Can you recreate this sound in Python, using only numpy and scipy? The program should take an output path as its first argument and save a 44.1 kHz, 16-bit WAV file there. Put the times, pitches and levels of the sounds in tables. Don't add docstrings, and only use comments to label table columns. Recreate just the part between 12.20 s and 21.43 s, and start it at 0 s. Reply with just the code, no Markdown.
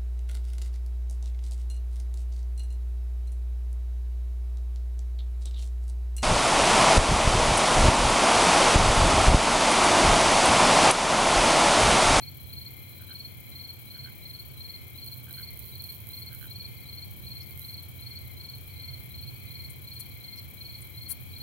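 import sys
import numpy as np
from scipy import signal
from scipy.fft import rfft, irfft, next_fast_len
from scipy.io import wavfile

SR = 44100
rng = np.random.default_rng(int(sys.argv[2]) if len(sys.argv) > 2 else 0)


def store_wav(level_fs):
    pcm = np.round(np.clip(np.atleast_2d(level_fs), -1, 1) * 32767)
    wavfile.write(sys.argv[1], SR, pcm.T.astype(np.int16))


N = 406954
TIME = np.arange(N) / SR

# frequency in Hz, left and right density in dB per Hz.
AIR_SPECTRUM = [(25, -94, -115), (42, -78, -99), (62.8, -79, -64), (90.5, -65, -63), (103, -67, -62),
                (138.5, -71, -64), (145.7, -73, -73.5), (238, -80.5, -78.5), (329, -83, -84),
                (430, -85.5, -90.5), (1030, -93, -98), (1670, -97, -99), (2820, -99, -100.5),
                (4550, -104, -105), (6000, -102, -103), (8750, -102, -103), (14700, -100, -100.5)]
# time in seconds, gain in dB.
RUMBLE_SWELL = [(0.0, -1.7), (0.25, 2.3), (0.6, -2.1), (2.3, -1.5), (4.6, 0.1), (5.05, 1.7), (5.85, -0.3),
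                (7.1, 2.0), (8.1, -0.7), (8.75, -0.9), (9.2, 2.5)]
# frequency in Hz, level before the swell in dB, left minus right in dB.
HUM_TONES = [(88.3, -54, 13.5), (122.3, -53.5, -10), (138.5, -61.5, -3.5), (151.1, -68.5, -10)]
# centre in Hz, resonance width in Hz, mean level in dB.
CHORUS_BANDS = [(2270, 480, -66), (3253, 400, -68), (4117, 400, -62.8)]
# start in seconds, relative level in dB.
FROG_NOTES = [(.795, -5.5), (0.891, 0), (1.74, -5.5), (1.846, 0), (3.069, -2), (3.171, 0.5), (4.110, -4),
              (4.214, 1.5)]
# centre in Hz, width in Hz, gain in dB.
WING_MODES = [(9390, 210, 1.5), (9850, 140, 1), (10500, 230, -1.5), (10960, 62, 6), (11200, 81, -2),
              (12030, 330, -1.5), (14240, 530, 2), (14300, 280, -7), (16200, 1400, -1)]
# frequency in Hz, gain in dB.
SHUFFLE_SPECTRUM = [(4000, -43), (7000, -19), (9400, -16), (10300, -6.5), (11300, -2), (12500, 2),
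                    (13300, 5), (14600, -5.5), (15500, 3.5), (16500, 3)]
TICK_SPECTRUM = [(2000, -36), (6000, -20.5), (8300, -13), (9600, -8), (11000, -3.5), (13200, 5), (15300, 3),
                 (16500, -9)]
# time of the last opening tick in seconds, relative level in dB.
TICK_PHRASES = [(2.863, -2.5), (3.129, -.5), (3.393, 0), (3.641, 0.5), (3.890, -0.5), (4.149, -1),
                (4.480, -14), (4.730, -14), (4.983, -13), (5.395, 0), (7.309, -12), (7.704, -13)]
# offset from the last one in seconds, relative level in dB.
OPENING_TICKS = [(-.086, -4.5), (-.019, -2.5), (0, 0)]
# start in seconds, length in seconds, relative level in dB, centre in Hz, width in Hz.
ZIP_SWEEPS = [(7.491, .027, -47, 8900, 1500), (7.788, .033, -37.5, 11100, 5000),
              (8.612, .022, -46, 9100, 1600), (8.879, 0.063, -30, 11500, 3180)]
SCRAPE_SWEEPS = [(5.203, .046, -57, 5150, 400), (8.16, .048, -57, 5300, 500)]
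# first chirp in seconds, last chirp in seconds, relative level in dB.
FAR_LEFT_BOUTS = [(2.2, 3.44, 0), (4.571, 4.571, -1), (5.212, 9.11, 0)]
FAR_RIGHT_BOUTS = [(.2, 3.42, -0.15), (.582, .582, -0.9), (4.111, 7.913, 0), (8.53, 8.3, 1)]
NEAR_BOUTS = [(-.058, .335, 1), (.918, .918, 2), (1.362, 2.412, 0.5), (2.789, 3.147, .5),
              (3.562, 6.208, .5), (6.603, 6.603, .3), (6.947, 8.781, -.6), (9.171, 9.171, 1)]
# offset from the first full stroke in seconds,
# length in seconds, top pitch in Hz, relative level in dB.
CHIRP_STROKES = [(-.032, .026, 4070, -10), (0, .024, 4255, -1.2), (.043, .031, 4305, 0),
                 (.089, .032, 4315, -.2), (.138, .031, 4320, 0)]


def undb(db):
    return 10 ** (np.asarray(db) / 20)


def unit(x):
    return x / np.sqrt(np.mean(x ** 2) + 1e-20)


def place(x, pan_db):
    return x * undb(np.array([[pan_db], [-pan_db]]) / 2)


def add(out, start_s, x):
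    i = int(round(start_s * SR))
    a, b = max(i, 0), min(i + x.shape[-1], N)
    if b > a:
        out[..., a:b] += x[..., a - i:b - i]


def walk(rate_hz):
    knots = rng.standard_normal(2048)
    return 1.2 * np.interp(TIME * rate_hz, np.arange(len(knots)), knots)


def colour(x, hz, db):
    size = next_fast_len(N + 4096)
    bin_hz = np.maximum(np.arange(size // 2 + 1) * SR / size, 1)
    gain = undb(np.interp(np.log(bin_hz), np.log(hz), db))
    return irfft(rfft(x, size) * gain, size)[..., :N]


def ring(x, hz, width_hz):
    return signal.lfilter(*signal.iirpeak(min(hz, .45 * SR), hz / width_hz, fs=SR), x)


def woods(x, wet_db, t60_s, order=3):
    t = TIME[:SR // 2]
    echoes = rng.standard_normal((2, len(t))) ** order * undb(-60 * t / t60_s) * (t > .003)
    echoes *= undb(wet_db) / np.sqrt(np.sum(echoes ** 2, axis=1, keepdims=True))
    x = np.atleast_2d(x)
    return x + signal.fftconvolve(x, echoes, axes=-1)[:, :N]


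def air():
    hz, left_db, right_db = np.transpose(AIR_SPECTRUM)
    noise = np.array([colour(rng.standard_normal(N), hz, db) for db in (left_db, right_db)])
    noise *= np.sqrt(SR / 2)
    rumble = signal.sosfiltfilt(signal.butter(2, 200, fs=SR, output="sos"), noise)
    hiss = noise - rumble
    hum = 0
    for tone_hz, db, pan_db in HUM_TONES:
        sides = []
        for _ in range(2):
            phase = 2 * np.pi * np.cumsum(tone_hz + 1.113 * walk(5)) / SR
            sides.append(np.sin(phase) * undb(db + 2 * walk(3.6)))
        hum += place(np.array(sides), pan_db)
    swell_db = np.interp(TIME, *np.transpose(RUMBLE_SWELL)) - .7
    return hiss + (rumble + hum) * undb(swell_db)


def far_chorus():
    out = 0
    for hz, width_hz, db in CHORUS_BANDS:
        noise = rng.standard_normal((2, N))
        band = ring(ring(noise, hz, width_hz), hz, width_hz)
        out += unit(band) * undb(db + walk(9.1))
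    return out


def trill(hz, rate_hz, wander=.00289, sag=.086):
    cycle = (np.cumsum(rate_hz * (1 + .001 * walk(2))) / SR + rng.random()) % 1
    pitch_hz = hz * (1 + wander * walk(25) - sag * (cycle - .5))
    return unit(np.sin(np.pi * cycle) ** 4 * np.sin(2 * np.pi * np.cumsum(pitch_hz) / SR))


def chorus(hz, spread_hz, rate_hz, count=4):
    voices = 0
    for k in np.linspace(-1, 1, count):
        voice = trill(hz + spread_hz * k, rate_hz * rng.uniform(.85, 1.15), wander=.011, sag=.045)
        voices += voice * (1 - .15 * k * k)
    return unit(woods(voices, wet_db=13, t60_s=.35, order=1))


def tree_crickets():
    crest_s, period_s, half_width_s = .603, .678, .21
    from_crest_s = (TIME - crest_s + period_s / 2) % period_s - period_s / 2
    swell = np.exp(-(from_crest_s / half_width_s) ** 4)
    throb_crest_s, throb_period_s = .59, .66
    throb_db = 2.4 * np.cos(2 * np.pi * (TIME - throb_crest_s) / throb_period_s) + 1.6 * walk(5)
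    rising_db = -60.6 + .33 * TIME
    swelling = chorus(2140, spread_hz=45, rate_hz=41) * swell * undb(rising_db)
    droning = chorus(2265, spread_hz=45, rate_hz=46) * undb(rising_db)
    throbbing = chorus(2380, spread_hz=50, rate_hz=44) * undb(-62.3 + throb_db)
    steady = chorus(3160, spread_hz=140, rate_hz=50, count=5) * undb(-65)
    soloist = woods(place(trill(3290, rate_hz=42.8), -14), wet_db=-16, t60_s=.3) * undb(-70)
    groups = place(swelling, 2.3) + place(droning, .46) + place(throbbing, .2) + place(steady, 1.3)
    return groups + soloist


def frog(pulse_period_s=.0132):
    out, t = np.zeros(N), TIME[:SR // 40]
    resonances = np.sin(2 * np.pi * 1530 * t) + .65 * np.sin(2 * np.pi * 3130 * t)
    pulse = t / .0017 * np.exp(-t / .0014) * resonances
    for start_s, db in FROG_NOTES:
        for k, pulse_db in enumerate([-.5, 4.5, 5, 1.5]):
            jitter_s = .0004 * rng.standard_normal()
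            add(out, start_s + k * pulse_period_s + jitter_s, undb(db + pulse_db) * pulse)
    croaks = woods(out, wet_db=-7, t60_s=.12, order=1)
    return place(croaks * undb(-41.2), -6)


def wing_ring(strikes):
    return sum(undb(db) * ring(strikes, hz, width_hz) for hz, width_hz, db in WING_MODES)


def tooth_strikes(rate_hz):
    return np.diff(np.floor(np.cumsum(rate_hz) / SR), prepend=0)


def shuffle(wing_hz, tooth_hz):
    cycle = (np.cumsum(wing_hz * (1 + .003 * walk(2.7))) / SR + rng.random()) % 1
    opening, closing = (np.exp(-((cycle - centre) / .16) ** 4) for centre in (.25, .66))
    teeth = tooth_strikes(tooth_hz * np.exp(.2 * walk(200)))
    return unit(teeth * (opening + undb(-1.5) * closing) * undb(3.2 * rng.standard_normal(N)))


def shuffling_katydids():
    strikes = shuffle(wing_hz=16.6, tooth_hz=530) + undb(-3) * shuffle(wing_hz=18.1, tooth_hz=600)
    wings = colour(.89 * strikes + wing_ring(strikes), *np.transpose(SHUFFLE_SPECTRUM))
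    song = woods(wings, wet_db=-7.5, t60_s=.08, order=1)
    return place(unit(song) * undb(-60.5), 33.2)


def file_sweep(length_s, db, hz, width_hz):
    u = np.linspace(0, 1, int(length_s * SR))
    wander = np.interp(u, np.linspace(0, 1, 20), rng.standard_normal(20))
    teeth = tooth_strikes(420 * np.exp(.31 * wander)) * np.sin(np.pi * u) ** 2
    teeth = np.pad(teeth, (0, SR // 100))
    wing = ring(.5 * teeth + wing_ring(teeth), hz, width_hz)
    thud = ring(teeth, 1600, 2700)
    return undb(db) * (unit(wing) + undb(-22.5) * unit(thud))


def zipping_katydid(lead_s=.06):
    out = np.zeros(N)
    for start_s, *sweep in ZIP_SWEEPS:
        add(out, start_s - lead_s, file_sweep(length_s=.04, db=-61, hz=8600, width_hz=2500))
        add(out, start_s, file_sweep(*sweep))
    for start_s, *sweep in SCRAPE_SWEEPS:
        add(out, start_s, file_sweep(*sweep))
    song = woods(out, wet_db=-16, t60_s=.08, order=1)
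    return place(song * undb(-13.5), 23)


def ticking_katydid(run_delay_s=.009, run_s=.114, ticks_per_s=180):
    clicks, impulse = np.zeros(N), np.ones(1)
    for phrase_s, db in TICK_PHRASES:
        for offset_s, tick_db in OPENING_TICKS:
            add(clicks, phrase_s + offset_s, undb(db + tick_db) * impulse)
        for u in np.linspace(0, 1, int(run_s * ticks_per_s)):
            offset_s = run_delay_s + run_s * (u + .15 * u * (1 - u)) + .001 * rng.standard_normal()
            tick_db = -9.8 + 2.2 * rng.standard_normal() - 3.2 * (u - .6) ** 2
            add(clicks, phrase_s + offset_s, undb(db + tick_db) * impulse)
    ticks = colour(clicks, *np.transpose(TICK_SPECTRUM))
    song = woods(ticks, wet_db=-8.5, t60_s=.07, order=1)
    return place(song * undb(-19), -21)


def chirps(bouts, period_s):
    return [(chirp_s, db) for first_s, last_s, db in bouts
            for chirp_s in np.linspace(first_s, last_s, round((last_s - first_s) / period_s) + 1)]


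def stroke(length_s, hz, rise_hz, fall_hz, crest, left_lead_rad=0, rough=.11, flutter_hz=45):
    u = np.linspace(-1, 1, int(length_s * SR))
    flutter, grip = (np.interp(u, np.linspace(-1, 1, 12), rng.standard_normal(12)) for _ in range(2))
    arch_hz = np.where(u < crest, rise_hz, fall_hz) * np.abs((u - crest) / (1 - crest)) ** 1.84
    pitch_hz = hz + 15 * rng.standard_normal() - arch_hz + flutter_hz * flutter
    phase = 2 * np.pi * (np.cumsum(pitch_hz) / SR + rng.random())
    pressure = (1 - u ** 2) ** .85 * (1 + .12 * u)
    return pressure * (1 + rough * grip) * np.sin(phase + np.array([[left_lead_rad], [0]]))


def far_cricket(bouts, period_s, hz, level_db, pan_db):
    length_s, stroke_period_s = .03, .054
    out = np.zeros(N)
    for chirp_s, db in chirps(bouts, period_s):
        for k in range(3):
            call = stroke(length_s, hz, rise_hz=90, fall_hz=260, crest=-.6)[0]
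            add(out, chirp_s + k * stroke_period_s - length_s / 2, undb(level_db + db) * call)
    return woods(place(out, pan_db), wet_db=-7.5, t60_s=.3)


def near_cricket():
    out = np.zeros((2, N))
    for chirp_s, db in chirps(NEAR_BOUTS, period_s=.37):
        for offset_s, length_s, hz, stroke_db in CHIRP_STROKES:
            call = stroke(length_s * rng.uniform(.85, 1.15), hz, rise_hz=170, fall_hz=240, crest=.05,
                          left_lead_rad=1.75, rough=.3, flutter_hz=55)
            add(out, chirp_s + offset_s - length_s / 2, undb(db + stroke_db) * call)
    return woods(place(out * undb(-39), 2.3), wet_db=-9, t60_s=.32)


def scene():
    field_crickets = near_cricket()
    field_crickets += far_cricket(FAR_LEFT_BOUTS, period_s=.6, hz=4420, level_db=-58, pan_db=16.5)
    field_crickets += far_cricket(FAR_RIGHT_BOUTS, period_s=.5, hz=4205, level_db=-56.5, pan_db=-12)
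    katydids = shuffling_katydids() + ticking_katydid() + zipping_katydid()
    return field_crickets + tree_crickets() + far_chorus() + katydids + frog() + air()


def record(dry):
    return signal.sosfilt(signal.ellip(10, .2, 70, 15800, fs=SR, output="sos"), dry)


dry = scene()
out = record(dry)
store_wav(out)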